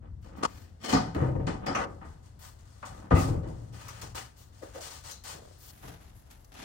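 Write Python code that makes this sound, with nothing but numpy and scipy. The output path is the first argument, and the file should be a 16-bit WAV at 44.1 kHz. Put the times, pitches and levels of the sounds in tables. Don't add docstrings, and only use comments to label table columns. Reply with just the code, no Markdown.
import sys
import numpy as np
from scipy import signal
from scipy.fft import rfft, irfft, next_fast_len
from scipy.io import wavfile
from scipy.ndimage import uniform_filter1d, map_coordinates

SR = 44100
rng = np.random.default_rng(int(sys.argv[2]) if len(sys.argv) > 2 else 0)


def bounce(signal):
    frames = np.transpose(np.atleast_2d(signal))
    limited = np.clip(frames, -1, 1)
    pcm = np.round(limited * 32767).astype(np.int16)
    wavfile.write(sys.argv[1], SR, pcm)


N = 292824
TIME = np.arange(N) / SR
AGE = TIME[:3 * SR // 2]
CLOSE_S = 5.71
GRIP_PER_S, GRIP_DB = 170, 2.6

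# pitch_hz, density_db
WOOD = [(16, -53), (28, 0), (64, -11.5), (102, -4.5), (156, -6), (193, -10.5), (473, -15), (585, -9.5),
        (847, -17.5), (1190, -17), (2860, -25), (5530, -37.5), (8900, -38), (10700, -67), (15500, -61)]
# pitch_hz, t60_s
DAMPING = [(60, 0.54), (150, 0.56), (300, 0.31), (900, 0.43), (2500, 0.32), (6000, 0.36), (14000, 0.24)]


def amp(db):
    return 10 ** (np.asarray(db) / 20)


def unit(x):
    return x / np.sqrt(np.mean(x ** 2) + 1e-20)


def along(points, hz):
    f, v = np.transpose(points)
    return np.interp(np.log(hz + 1), np.log(f + 1), v)


def level_over_time(points):
    s, db = np.transpose(points)
    return np.interp(TIME, s, amp(db))


def add(track, s, sound):
    part = track[..., max(round(s * SR), 0):][..., :sound.shape[-1]]
    part += sound[..., :part.shape[-1]]


def filtered(x, response):
    n = x.shape[-1]
    m = next_fast_len(n + SR // 4)
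    return irfft(rfft(x, m) * response(np.fft.rfftfreq(m, 1 / SR)), m)[..., :n]


def band(x, lo_hz, hi_hz):
    return filtered(x, lambda hz: ((1 + (lo_hz / (hz + 1)) ** 6) * (1 + (hz / hi_hz) ** 6)) ** -.5)


def resonances(rows, f):
    return sum(amp(db) * 1j * f * w / (c * c - f * f + 1j * f * w) for c, w, db in rows)


def spread(pair, colour):
    # pitch_hz, likeness (-1 to 1)
    alike = [(60, 0.92), (130, 0.99), (290, 0.5), (640, -0.46), (1400, -0.0093), (3100, 0.15),
             (7500, -0.16), (9500, -0.49), (11500, 0.39)]

    def response(hz):
        turn = np.arccos(np.clip(along(alike, hz), -1, 1)) / 2
        return amp(along(colour, hz)) * [np.cos(turn), np.sin(turn)]

    mid, side = filtered(pair, response)
    return unit(np.array([mid + side, mid - side]))


def waver(rate):
    return map_coordinates(rng.standard_normal(int(N * rate / SR) + 4), [TIME * rate])


def slips(rate, scatter_db):
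    happens = rng.random(N) < rate / SR
    sizes = happens * amp(scatter_db * np.clip(rng.standard_normal(N), -2, 2))
    return unit(sizes * rng.standard_normal((2, N)))


def strokes(rows, fall_db_per_s, curve):
    power = np.zeros(N)
    for s, rise, hold, db in rows:
        swell = np.minimum(AGE / rise, 1) ** curve
        fall_db = fall_db_per_s * np.maximum(AGE - rise - hold, 0)
        add(power, s, (swell * amp(db - fall_db)) ** 2)
    return np.sqrt(power)


def paper_strokes(rows, fall_db_per_s, curve):
    rub = [(s, rise, hold, db) for s, rise, hold, db, bright in rows]
    hiss = [(s, rise, hold, db + bright) for s, rise, hold, db, bright in rows]
    return strokes(rub, fall_db_per_s, curve), strokes(hiss, fall_db_per_s, curve)


def dying(colour, damping, length=1):
    noise = spread(rng.standard_normal((2, len(AGE))), colour)
    hz, t, z = signal.stft(noise, SR, nperseg=512)
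    fade = amp(-60 * t / (along(damping, hz)[:, None] * length))
    return signal.istft(z * fade, SR, nperseg=512)[1][:, :len(AGE)]


def struck(x, db, attack):
    x = x * (1 - np.exp(-(AGE / attack) ** 2))
    return amp(db) * x / np.sqrt(np.mean(x[..., :SR // 20] ** 2) + 1e-20)


def ring(modes, attack):
    out = np.zeros((2, len(AGE)))
    for hz, db, t60 in modes:
        offset = np.array([[.8], [-.8]]) + .5 * rng.standard_normal((2, 1))
        phase = offset * min(hz / 600, 1) ** 1.5
        tone = np.sin(2 * np.pi * hz * AGE + phase) * amp(-60 * AGE / t60)
        out += struck(tone, db, attack)
    return out


def buzz(hz, width_hz, db, t60):
    noise = rng.standard_normal((2, len(AGE)))
    cluster = filtered(noise, lambda f: 1 / (1 + ((f - hz) / (width_hz / 2)) ** 4))
    return struck(cluster * amp(-60 * AGE / t60), db, attack=0.004)


def steel(x, share=1):
    # pitch_hz, width_hz, rel_db
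    latch_modes = [(753, 16, 13), (854, 12, 13), (1080, 30, 6), (1829, 16, 8), (2062, 18, 9),
                   (3061, 14, 11), (4295, 24, 6), (4655, 24, 8), (5350, 70, 4), (6600, 150, 2)]
    return filtered(x, lambda f: 1 + share * resonances(latch_modes, f))


def room(x):
    # pitch_hz, t60_s
    room_damping = [(150, 0.76), (1000, 0.27), (5000, 0.32), (14000, 0.12)]
    flat = [(100, 0.012), (10000, 0.014)]  # pitch_hz, density_db
    tail = dying(flat, room_damping) * (1 - np.exp(-AGE / 0.00075))
    return signal.fftconvolve(np.atleast_2d(x), tail / np.linalg.norm(tail[0]), axes=1)[:, :N]


def door_modes():
    # pitch_hz, rel_db, t60_s (before the extra fade in door())
    mode_rows = [(73, -2, 1.0), (210, -6, .55), (264, -2, .45), (459, -7, .45), (561, -14, .6),
                 (667, -6, .3), (753, -10, .45), (929, -10, .38), (1067, -11, .4), (1210, -8, .35),
                 (1305, -10, .38), (2062, -18, .25)]
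    hz, db, t60 = np.transpose(mode_rows)[:, :, None]
    phase = rng.uniform(0, 2 * np.pi, hz.shape)
    phase = phase + rng.standard_normal((2, *hz.shape)) * np.minimum(hz / 500, 2)
    t = AGE[:SR]
    fade = amp(db + rng.normal(0, 1.3, hz.shape) - 60 * t / t60)
    tones = (fade * np.sin(2 * np.pi * hz * t + phase)).sum(1)
    return unit(np.pad(tones, ((0, 0), (0, len(AGE) - SR))))


def door():
    # start_s, rel_db, hardness_db (panel up, thump down), clack_rel_db, ring_length (factor)
    blows = [(0.929, -29, 5.5, -36, 1.25), (0.949, -33, 7.5, -54, 0.63), (1.149, -39, 2, -54.5, 0.94),
             (1.162, -34.5, -2.5, -66, 0.87), (1.203, -39, 3.5, -65, 1.05), (1.222, -35.5, 0.5, -63, 1.1),
             (1.282, -39, -7.5, -69, 0.94), (1.352, -38.5, -8, -71, 0.6), (1.397, -38, -7.5, -78, 1.05),
             (1.472, -33.5, 2, -41.5, 0.89), (1.545, -43.5, -3, -61, .7), (1.666, -40.5, 10.5, -43, 1.25),
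             (1.684, -41.5, 8.5, -55, 1.04), (1.755, -42.5, 2, -77, 1.76), (2.015, -55.5, 10, -71, 1.2),
             (2.829, -62, 21, -59, 1.8), (3.11, -28.5, 1.5, -49, 1.32), (3.171, -39.5, 4, -56, 0.67),
             (3.293, -45, -15.5, -54.5, 0.5), (3.342, -43, -10, -72, 0.78), (3.434, -44, -4, -64, 1.75)]
    # pitch_hz, rel_db, t60_s
    unlatched = [(163.5, -34.5, 0.65), (270.5, -25, 0.13), (474, -39, 0.32), (572, -43, 0.54),
                 (736, -34, 0.38), (856, -32.5, 0.33), (1173, -38.5, .22)]
    free = [(130.2, -26.5, 0.57), (209.7, -43, 0.8), (322, -37, 0.97), (493, -42.5, 0.27),
            (683, -46.5, 0.49)]
    swung = [(213, -56, 1.3), (278, -40.5, 0.31), (361, -44.5, 0.85), (480, -42.5, 0.24),
             (554, -47.5, 0.86)]
    shut = [(73, -26, 0.34), (97.1, -27.5, 0.98), (110, -42, 2.3), (115.9, -38.5, 2.7), (165.7, -27, 0.45),
            (267, -32, 0.6), (437.6, -34, 0.41), (485.5, -33, 0.2), (664, -38, 0.4), (758, -40, 0.26),
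            (820, -43, 0.43), (1224, -35.5, 0.28), (1323, -42.5, 0.37)]
    thump_db, board_db, panel_db, clack_gain_db = -1.5, 3.5, -5.5, -6.0
    out = np.zeros((2, N))
    for s, db, hard_db, clack_db, length in blows:
        clear_modes = door_modes() * amp(-35 * AGE)
        body = unit(dying(WOOD, DAMPING, length)) + amp(-9.5) * clear_modes
        body = steel(body, share=.2)
        add(out, s, struck(band(body, 33, 206), db + thump_db - hard_db, attack=0.011))
        add(out, s - .002, struck(band(body, 196, 457), db + board_db, attack=0.0018))
        add(out, s - .003, struck(band(body, 596, 1820), db + panel_db + hard_db, attack=0.0028))
        add(out, s - .005, struck(band(body, 3900, 15000), clack_db + clack_gain_db, attack=0.0012))
    for s, modes in (.928, unlatched), (1.213, free), (1.668, swung), (3.111, shut):
        add(out, s, ring(modes, attack=0.0056))
    return out


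def slam():
    # pitch_hz, density_db
    house = [(18, -42), (30, -6.5), (102, -6.5), (234, -14.5), (271, -10.5), (456, -16), (528, -16.5),
             (590, -15.5), (1190, -30), (1430, -35), (2500, -45), (3250, -75), (5500, -120)]
    # pitch_hz, t60_s
    house_damping = [(50, 0.39), (90, 2.2), (300, 1.31), (700, 1.13), (1400, 1.17), (3000, 0.2)]
    # pitch_hz, width_hz, rel_db, t60_s
    catch_modes = [(1214, 110, 2.5, 0.25), (2010, 150, -5, 0.23), (2650, 320, -4, 0.17)]
    # start_s, rel_db
    catch_hits = [(3.148, -44), (3.163, -42), (3.175, -48)]
    t = TIME - 3.1435
    heave = amp(-7.5) * np.exp(-np.abs(t) / 0.0055) * np.sin(-2 * np.pi * 84 * t) * (TIME > 3.11)
    out = np.array([heave, heave])
    shudder = amp(2.2 * waver(28))[:len(AGE)]
    add(out, 3.125, struck(dying(house, house_damping), -29.0, attack=0.016) * shudder)
    crack = band(dying(WOOD, DAMPING, length=0.95), 1400, 4500)
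    add(out, 3.104, struck(crack, -48, attack=0.0023))
    stile = band(dying(WOOD, DAMPING, length=0.23), 710, 1300)
    add(out, 3.111, struck(stile, -31.5, attack=0.0015))
    for s, db in catch_hits:
        for hz, width, level, t60 in catch_modes:
            add(out, s, buzz(hz, width, db + level, t60))
    return out


def latch():
    # start_s, rise_s, hold_s, rel_db
    pushes = [(0.21, 0.035, 0.022, -56.5), (0.35, 0.019, .01, -55.5), (0.44, 0.034, 0.029, -50),
              (0.53, 0.027, 0.082, -55), (0.795, 0.044, 0.0015, -47.5), (0.835, 0.0074, 0.049, -37.5),
              (0.872, 0.032, 0.011, -32)]
    # pitch_hz, density_db
    bolt_colour = [(71, -23), (120, -16), (225, 3.5), (563, -7), (690, -8.5), (1410, -8), (3170, -15.5),
                   (8950, -18), (10700, -36), (15500, -29)]
    # pitch_hz, width_hz, rel_db
    song_modes = [(733, 82, 0.5), (1202, 40, 1), (1860, 61, -4), (2090, 90, -5), (3060, 55, -5),
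                  (3220, 55, -3), (4310, 60, -8), (4920, 65, -9), (5390, 120, -10)]
    # start_s, rel_db
    tick_rows = [(0.839, -46), (0.875, -45), (0.886, -41), (0.929, -27), (0.951, -37), (0.96, -45),
                 (1.149, -36), (1.667, -31.5), (1.749, -39), (1.849, -52)]
    # pitch_hz, density_db
    judder_colour = [(150, -9.5), (400, -1), (720, 5), (1300, -9), (3000, -15), (7000, -36)]
    tick_colour = [(200, -4), (900, 9), (2500, 7.0), (7000, -14.0), (10500, -17), (15500, -13)]
    song_db, judder_db = -3.5, -7.5
    full_pressure = TIME > .75

    grip = amp(GRIP_DB * waver(GRIP_PER_S))
    grind = unit(steel(grip * spread(slips(6000, 1.2), bolt_colour), share=.3))
    song = filtered(grip * slips(900, 2.8), lambda f: resonances(song_modes, f))
    place = np.cumsum(1 + 0.01198 * waver(22))
    song = np.array([map_coordinates(side, [place], mode="mirror") for side in song])
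    song = unit(song) * full_pressure
    wood = dying(judder_colour, [(200, .035), (3000, .012)])
    judder = signal.fftconvolve(slips(130, 2), wood, axes=1)[:, :N]
    judder = unit(judder) * full_pressure
    push = strokes(pushes, fall_db_per_s=175, curve=1.0)
    slide = push * (grind + amp(song_db) * song + amp(judder_db) * judder)

    force = np.zeros(N)
    for s, db in tick_rows:
        add(force, s - .001, amp(db - 60 * AGE / .016))
    ticks = steel(force * spread(rng.standard_normal((2, N)), tick_colour), share=0.34)
    return amp(-3.0) * slide + ticks + amp(-8.5) * room(slide + ticks)


def rasps():
    # start_s, end_s, rel_db, change_db (by the end), shrill_rel_db (at the start)
    rasp_rows = [(0.428, 0.458, -29, 4.5, -51), (1.748, 1.85, -33, -7, -37)]
    # pitch_hz, density_db
    rasp_colour = [(88, -41), (150, -6), (471, 0.5), (643, 0), (796, 0.5), (1000, 1), (1170, 7),
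                   (1730, -8.5), (2060, -12), (2650, -15.5), (4060, -18), (6470, -18.5), (9360, -21.5),
                   (10700, -42), (15500, -43)]
    # pitch_hz, density_db
    shrill_colour = [(400, -25), (700, 12), (1100, -2), (1330, 7), (1550, 8), (1850, 3), (2030, 7),
                     (2250, -8), (2620, 3), (3300, -13), (4800, -22), (5600, -15), (6400, -18), (7100, -30),
                     (9000, -30), (11000, -45), (15500, -40)]
    force, shrill = np.zeros(N), np.zeros(N)
    for start, end, db, change_db, shrill_db in rasp_rows:
        u = (TIME - start) / (end - start)
        run = (u > 0) & (u < 1)
        force += amp(db + change_db * np.clip(u, 0, 1)) * run
        shrill += amp(shrill_db - 3 * np.clip(u, 0, 1)) * run
    grip = unit(amp(GRIP_DB * waver(GRIP_PER_S)))
    grate = grip * uniform_filter1d(force, SR // 200) * spread(slips(10000, 1.0), rasp_colour)
    screech = grip * uniform_filter1d(shrill, SR // 300) * spread(slips(4300, 1.7), shrill_colour)
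    loose = room(band(grate * (TIME > 1), 100, 1430))
    return grate + screech + amp(0.5) * loose + amp(-24.0) * room(grate)


def leaf():
    # start_s, rise_s, hold_s, rel_db
    rubs = [(0.005, 0.026, 0.044, -57.5), (0.23, 0.028, 0.11, -54.5), (0.31, 0.12, .005, -42),
            (1.585, 0.069, 0.0044, -39.5), (2.87, 0.13, 0.075, -50.5)]
    # pitch_hz, density_db
    swing_colour = [(110, -46), (180, 1.5), (331, -3.5), (408, -14), (435, -7.5), (923, -10.5),
                    (1200, -11.5), (1470, -17), (4000, -38), (5200, -70), (8800, -120)]
    return strokes(rubs, fall_db_per_s=333, curve=1.0) * spread(slips(1200, 0.67), swing_colour)


def fittings():
    # pitch_hz, width_hz, rel_db, t60_s (at ring length 1)
    panel_edge = [(1210, 390, -1, 0.43), (2060, 1560, -8.5, 0.43)]
    # start_s, rel_db, upper_gain_db, ring_length (factor)
    chatters = [(1.47, -47.5, 8.5, 0.66), (1.746, -33.5, 5, 0.55), (2.013, -52.5, -9, 0.6),
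                (2.826, -44.5, -2.5, 0.42), (3.11, -36.5, -13, 1.4), (3.16, -50.5, 9, 1.4),
                (3.885, -50, 1, 0.2)]
    # start_s, pitch_hz, width_hz, rel_db, t60_s
    clinks = [(0.925, 4860, 2200, -38.5, 0.34), (0.928, 6700, 600, -46, 0.21),
              (0.96, 4570, 1200, -51, 0.22), (1.662, 4880, 480, -47.5, 0.25), (1.663, 5530, 300, -53, .35),
              (1.664, 3200, 300, -56, 0.35), (1.664, 2180, 300, -49.5, .3), (1.678, 1310, 110, -43, 0.32),
              (1.68, 750, 70, -43.5, 0.24), (1.747, 6050, 1100, -47, 0.19)]
    out = np.zeros((2, N))
    for s, db, upper_db, length in chatters:
        for k, (hz, width, level, t60) in enumerate(panel_edge):
            add(out, s, buzz(hz, width, db + level + k * upper_db, t60 * length))
    for s, hz, width, db, t60 in clinks:
        add(out, s, buzz(hz, width, db, t60))
    return out


def book():
    # start_s, rise_s, hold_s, rub_rel_db, hiss_over_rub_db (before gains)
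    slides = [(3.725, 0.0099, 0.096, -58.5, -1), (3.79, 0.034, 0.19, -55.5, -3),
              (4.016, 0.0028, 0.012, -50.5, 1), (4.146, 0.026, 0.011, -44, -1),
              (4.36, .035, 0.026, -68, 6.5), (4.52, 0.1, 0.036, -68.5, 4), (4.615, 0.0084, 0.1, -64, -1),
              (4.735, 0.024, 0.022, -55.5, 0), (4.803, 0.037, 0.043, -51.5, 4.5),
              (4.9, 0.019, 0.054, -56.5, 4.5), (5.035, 0.048, 0.015, -52.5, 4),
              (5.237, 0.05, 0.028, -50, 4), (5.4, 0.072, 0.11, -72, 7), (5.6, 0.13, .01, -63, 8.5)]
    # pitch_hz, density_db
    rub_colour = [(150, -13), (250, -18), (462, -6), (497, -16), (534, -5.5), (768, -4.5), (1110, -3.5),
                  (3000, -13), (3900, -26), (6600, -120)]
    # pitch_hz, density_db
    hiss_colour = [(1470, -19), (2500, -13), (3270, -6.5), (3910, -4.5), (6310, -4), (8930, -4.5),
                   (9950, -7), (10800, -24.5), (15000, -10.5), (15800, -16.5)]
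    # start_s (peak), pitch_hz (at the peak), glide_octaves_per_s, rel_db, length_s
    flexes = [(4.632, 475, -35, -38.5, 0.012), (4.637, 320, -1, -42, 0.014), (4.755, 533, -4, -39, 0.0066),
              (4.77, 563, 24, -40.5, 0.018), (4.808, 650, -3, -47, 0.0086)]
    # pitch_hz, density_db
    flutter_colour = [(120, -30), (280, -9.0), (560, -1), (850, -13.5), (1600, -19.0), (3000, -39)]

    rub, hiss = np.array(paper_strokes(slides, fall_db_per_s=186, curve=0.36)) * (TIME < CLOSE_S)
    fibres = rng.standard_normal((2, 2, N))
    fibres = fibres * amp(0.9 * waver(90))
    fibres[1] += amp(-7.5) * slips(420, scatter_db=4)
    sliding = amp(3.5) * rub * spread(fibres[0], rub_colour)
    sliding += amp(1.5) * hiss * spread(fibres[1], hiss_colour)

    wobble, shake = np.zeros(N), np.zeros(N)
    for s, hz, glide, db, length in flexes:
        t = TIME - s
        cycles = hz * t * (1 + glide * np.log(2) * t / 2)
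        wobble += amp(db) * np.exp(-(t / length) ** 2) * np.sin(2 * np.pi * cycles)
        add(shake, s - length, amp(db - 60 * AGE / 0.28) * (1 - np.exp(-AGE / 0.004)))
    flutter = shake * spread(rng.standard_normal((2, N)), flutter_colour)
    return sliding + amp(-5.0) * wobble + amp(-7.0) * flutter


def cover():
    # start_s, rise_s, hold_s, rel_db
    drags = [(4.63, .01, .015, -59), (4.76, 0.023, .025, -58), (5.34, 0.058, .025, -53),
             (5.435, .018, 0.017, -56), (5.48, 0.011, 0.017, -61)]
    # pitch_hz, density_db
    drag_colour = [(200, -16), (370, -3), (580, 1.5), (760, -10), (1200, -16.5), (2500, -29), (5000, -62)]
    # start_s, pitch_hz, width_hz, rel_db, t60_s
    squeaks = [(5.112, 4050, 480, -58, 0.43), (5.113, 6450, 1200, -54, .24)]
    out = strokes(drags, fall_db_per_s=200, curve=.7) * spread(slips(500, 1.6), drag_colour)
    for s, hz, width, db, t60 in squeaks:
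        add(out, s, buzz(hz, width, db, t60))
    return out


def flicks():
    # start_s, rel_db
    snaps = [(3.884, -44), (4.016, -43), (4.154, -43.5), (4.81, -46.5), (5.113, -41), (5.239, -47.5),
             (6.312, -53), (6.447, -53), (6.519, -69), (6.542, -52)]
    # pitch_hz, density_db
    snap_colour = [(200, -5), (900, 1.5), (2500, -10.5), (6000, 7.0), (11000, -1.5), (15000, -1)]
    force = np.zeros(N)
    for s, db in snaps:
        t60 = .06 if s < CLOSE_S else .035
        add(force, s - .001, amp(db - 60 * AGE / t60))
    snap = force * spread(rng.standard_normal((2, N)), snap_colour)
    return snap + amp(0.5) * room(snap * (TIME < CLOSE_S))


def pages():
    # start_s, rise_s, hold_s, rustle_rel_db, hiss_over_rustle_db (before gains)
    brushes = [(5.71, 0.054, 0.11, -61, 0), (5.825, 0.042, 0.071, -54.5, -10), (6, 0.017, 0.082, -64, -3.5),
               (6.14, 0.027, 0.036, -73, 9), (6.25, 0.021, .005, -68, -2), (6.302, 0.004, 0.006, -57, -2),
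               (6.36, 0.023, 0.11, -84, 15), (6.518, .003, 0.027, -57.5, -11), (6.55, 0.047, .06, -49, -18)]
    # pitch_hz, density_db
    page_colour = [(180, 13), (300, 3.5), (418, -9.5), (502, -14.5), (785, -6.5), (1090, -16),
                   (1210, -11.5), (4710, -19.5), (6350, -13.5), (8840, -13), (10800, -7), (15800, -15.5)]
    rustle, hiss = paper_strokes(brushes, fall_db_per_s=188, curve=0.37)
    catching = amp(1.5 * waver(110))
    fibres = catching * spread(slips(9000, 0.97), page_colour)
    brush = amp(1.5) * rustle * unit(band(fibres, 430, 4600))
    brush += amp(-4.0) * hiss * unit(band(fibres, 5500, 20000))
    return brush * amp([[-1], [1]])


def bumps():
    # start_s, thud_rel_db, knock_rel_db
    bump_rows = [(0.099, -38.5, -58), (2.049, -46, -44.5), (2.9, -45, -44), (4.029, -46, -38),
                 (4.149, -66, -40.5), (5.34, -61, -41), (5.831, -52, -38.5), (5.879, -71, -39.5),
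                 (6.0, -71, -52), (6.15, -52.5, -63)]
    # pitch_hz, density_db
    bump_colour = [(21, -41), (35, -4), (107, 0), (286, -28), (327, -21.5), (362, -29), (474, -21.5),
                   (516, -39), (612, -26.5), (2000, -39), (2600, -51), (4400, -120)]
    out = np.zeros((2, N))
    for s, thud_db, knock_db in bump_rows:
        body = dying(bump_colour, DAMPING)
        add(out, s, struck(band(body, 35, 160), thud_db - 3.0, attack=0.011))
        add(out, s, struck(band(body, 248, 2200), knock_db - 10.5, attack=0.0016))
    return out


def shoes():
    # start_s, rise_s, hold_s, rel_db
    scuffs = [(1.15, .005, 0.12, -65), (1.87, 0.018, 0.08, -73), (2.043, 0.011, 0.072, -67.5),
              (2.225, 0.035, 0.016, -66), (2.39, 0.0045, 0.023, -62), (2.41, 0.027, 0.031, -54.5),
              (2.585, 0.008, .005, -64), (2.65, 0.016, 0.2, -67), (2.852, 0.0035, 0.01, -51.5),
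              (2.94, 0.044, 0.014, -62), (3.145, 0.059, 0.026, -42), (3.47, .008, 0.011, -62),
              (3.53, 0.048, 0.11, -68.5)]
    # pitch_hz, density_db
    grit_colour = [(350, -45), (600, -6.5), (1080, -4), (2630, -14.5), (7860, -11.5), (8650, -10.5),
                   (12200, -29.5), (12900, -24), (15800, -24.5)]
    drag = strokes(scuffs, fall_db_per_s=164, curve=0.4)
    return amp(2.5) * drag * spread(slips(7000, 0.67), grit_colour)


def high_hisses():
    # start_s, rise_s, hold_s, rel_db
    later_hisses = [(2.391, .004, .075, -61), (3.16, 0.031, 0.036, -54), (4.37, 0.015, 0.024, -63),
                    (5.58, 0.08, .025, -55), (5.76, .07, .08, -66)]
    # start_s, rise_s, hold_s, rel_db
    bolt_hisses = [(0.212, .005, 0.031, -78), (0.368, .003, .005, -69), (0.47, .1, .05, -67.5)]
    # pitch_hz, density_db
    high_colour = [(5000, -40), (9000, -8), (12000, -6.5), (14500, 0), (15800, -3)]
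    fizz = unit(filtered(rng.standard_normal(N), lambda hz: amp(along(high_colour, hz))))
    return strokes([*later_hisses, *bolt_hisses], fall_db_per_s=190, curve=0.39) * fizz


def outdoors():
    # pitch_hz, density_db
    outdoor_colour = [(13, -42.5), (22, -9.5), (85, -0.5), (139, -13), (335, -28.5), (374, -30),
                      (705, -26.5), (832, -29), (2060, -38), (2430, -47), (2640, -42), (3030, -43.5),
                      (8870, -45.5), (10200, -53.5), (15800, -59)]
    # time_s, rel_db
    rumble_level = [(0, -46), (0.8, -52), (2.1, -50), (2.7, -53), (5.5, -54.5), (6.64, -57.5)]
    # time_s, rel_db
    air_level = [(0, -76), (0.8, -68.5), (1.5, -65.5), (2.3, -67), (3.6, -66), (6.64, -66)]
    air = spread(rng.standard_normal((2, N)), outdoor_colour)
    rumble = level_over_time(rumble_level) * unit(band(air, 22, 374))
    hiss = level_over_time(air_level) * unit(band(air, 300, 20000))
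    stir = unit(band(rng.standard_normal(N), 28, 62))
    breeze = amp(-58.5 + 2 * waver(8)) * (TIME > CLOSE_S) * stir
    return rumble + hiss + band(breeze, 20, 120)


def walls(x, share, reach, count=12):
    echoes = np.zeros((2, SR // 20))
    for side in echoes:
        places = (rng.uniform(.0005, reach, count) * SR).astype(int)
        side[places] = rng.choice([-1, 1], count) / np.sqrt(count)
    direct = band(x, 460, 10500)
    echoed = signal.fftconvolve(direct, echoes, axes=1)[:, :N]
    return x - direct + (direct + share * echoed) / np.hypot(1, share)


def scene():
    across = door() + slam() + latch() + rasps() + leaf() + shoes() + book()
    unechoed = fittings() + bumps() + flicks() + cover() + high_hisses() + pages()
    return walls(across, share=0.59, reach=.009) + unechoed + outdoors()


def record(dry):
    # pitch_hz, left_minus_right_db
    lean = [(60, 4), (110, 4.5), (220, -1), (700, 4), (1300, 2.5), (2400, 3), (4400, 10), (8000, 5.5),
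            (14000, -1)]

    def response(hz):
        sides = amp(np.outer([.5, -.5], along(lean, hz)))
        bass = (1 + (39 / (hz + 1)) ** 8) ** -.5
        return sides * bass * (hz < 15900)

    return filtered(dry, response)


dry = scene()
out = record(dry)
bounce(out)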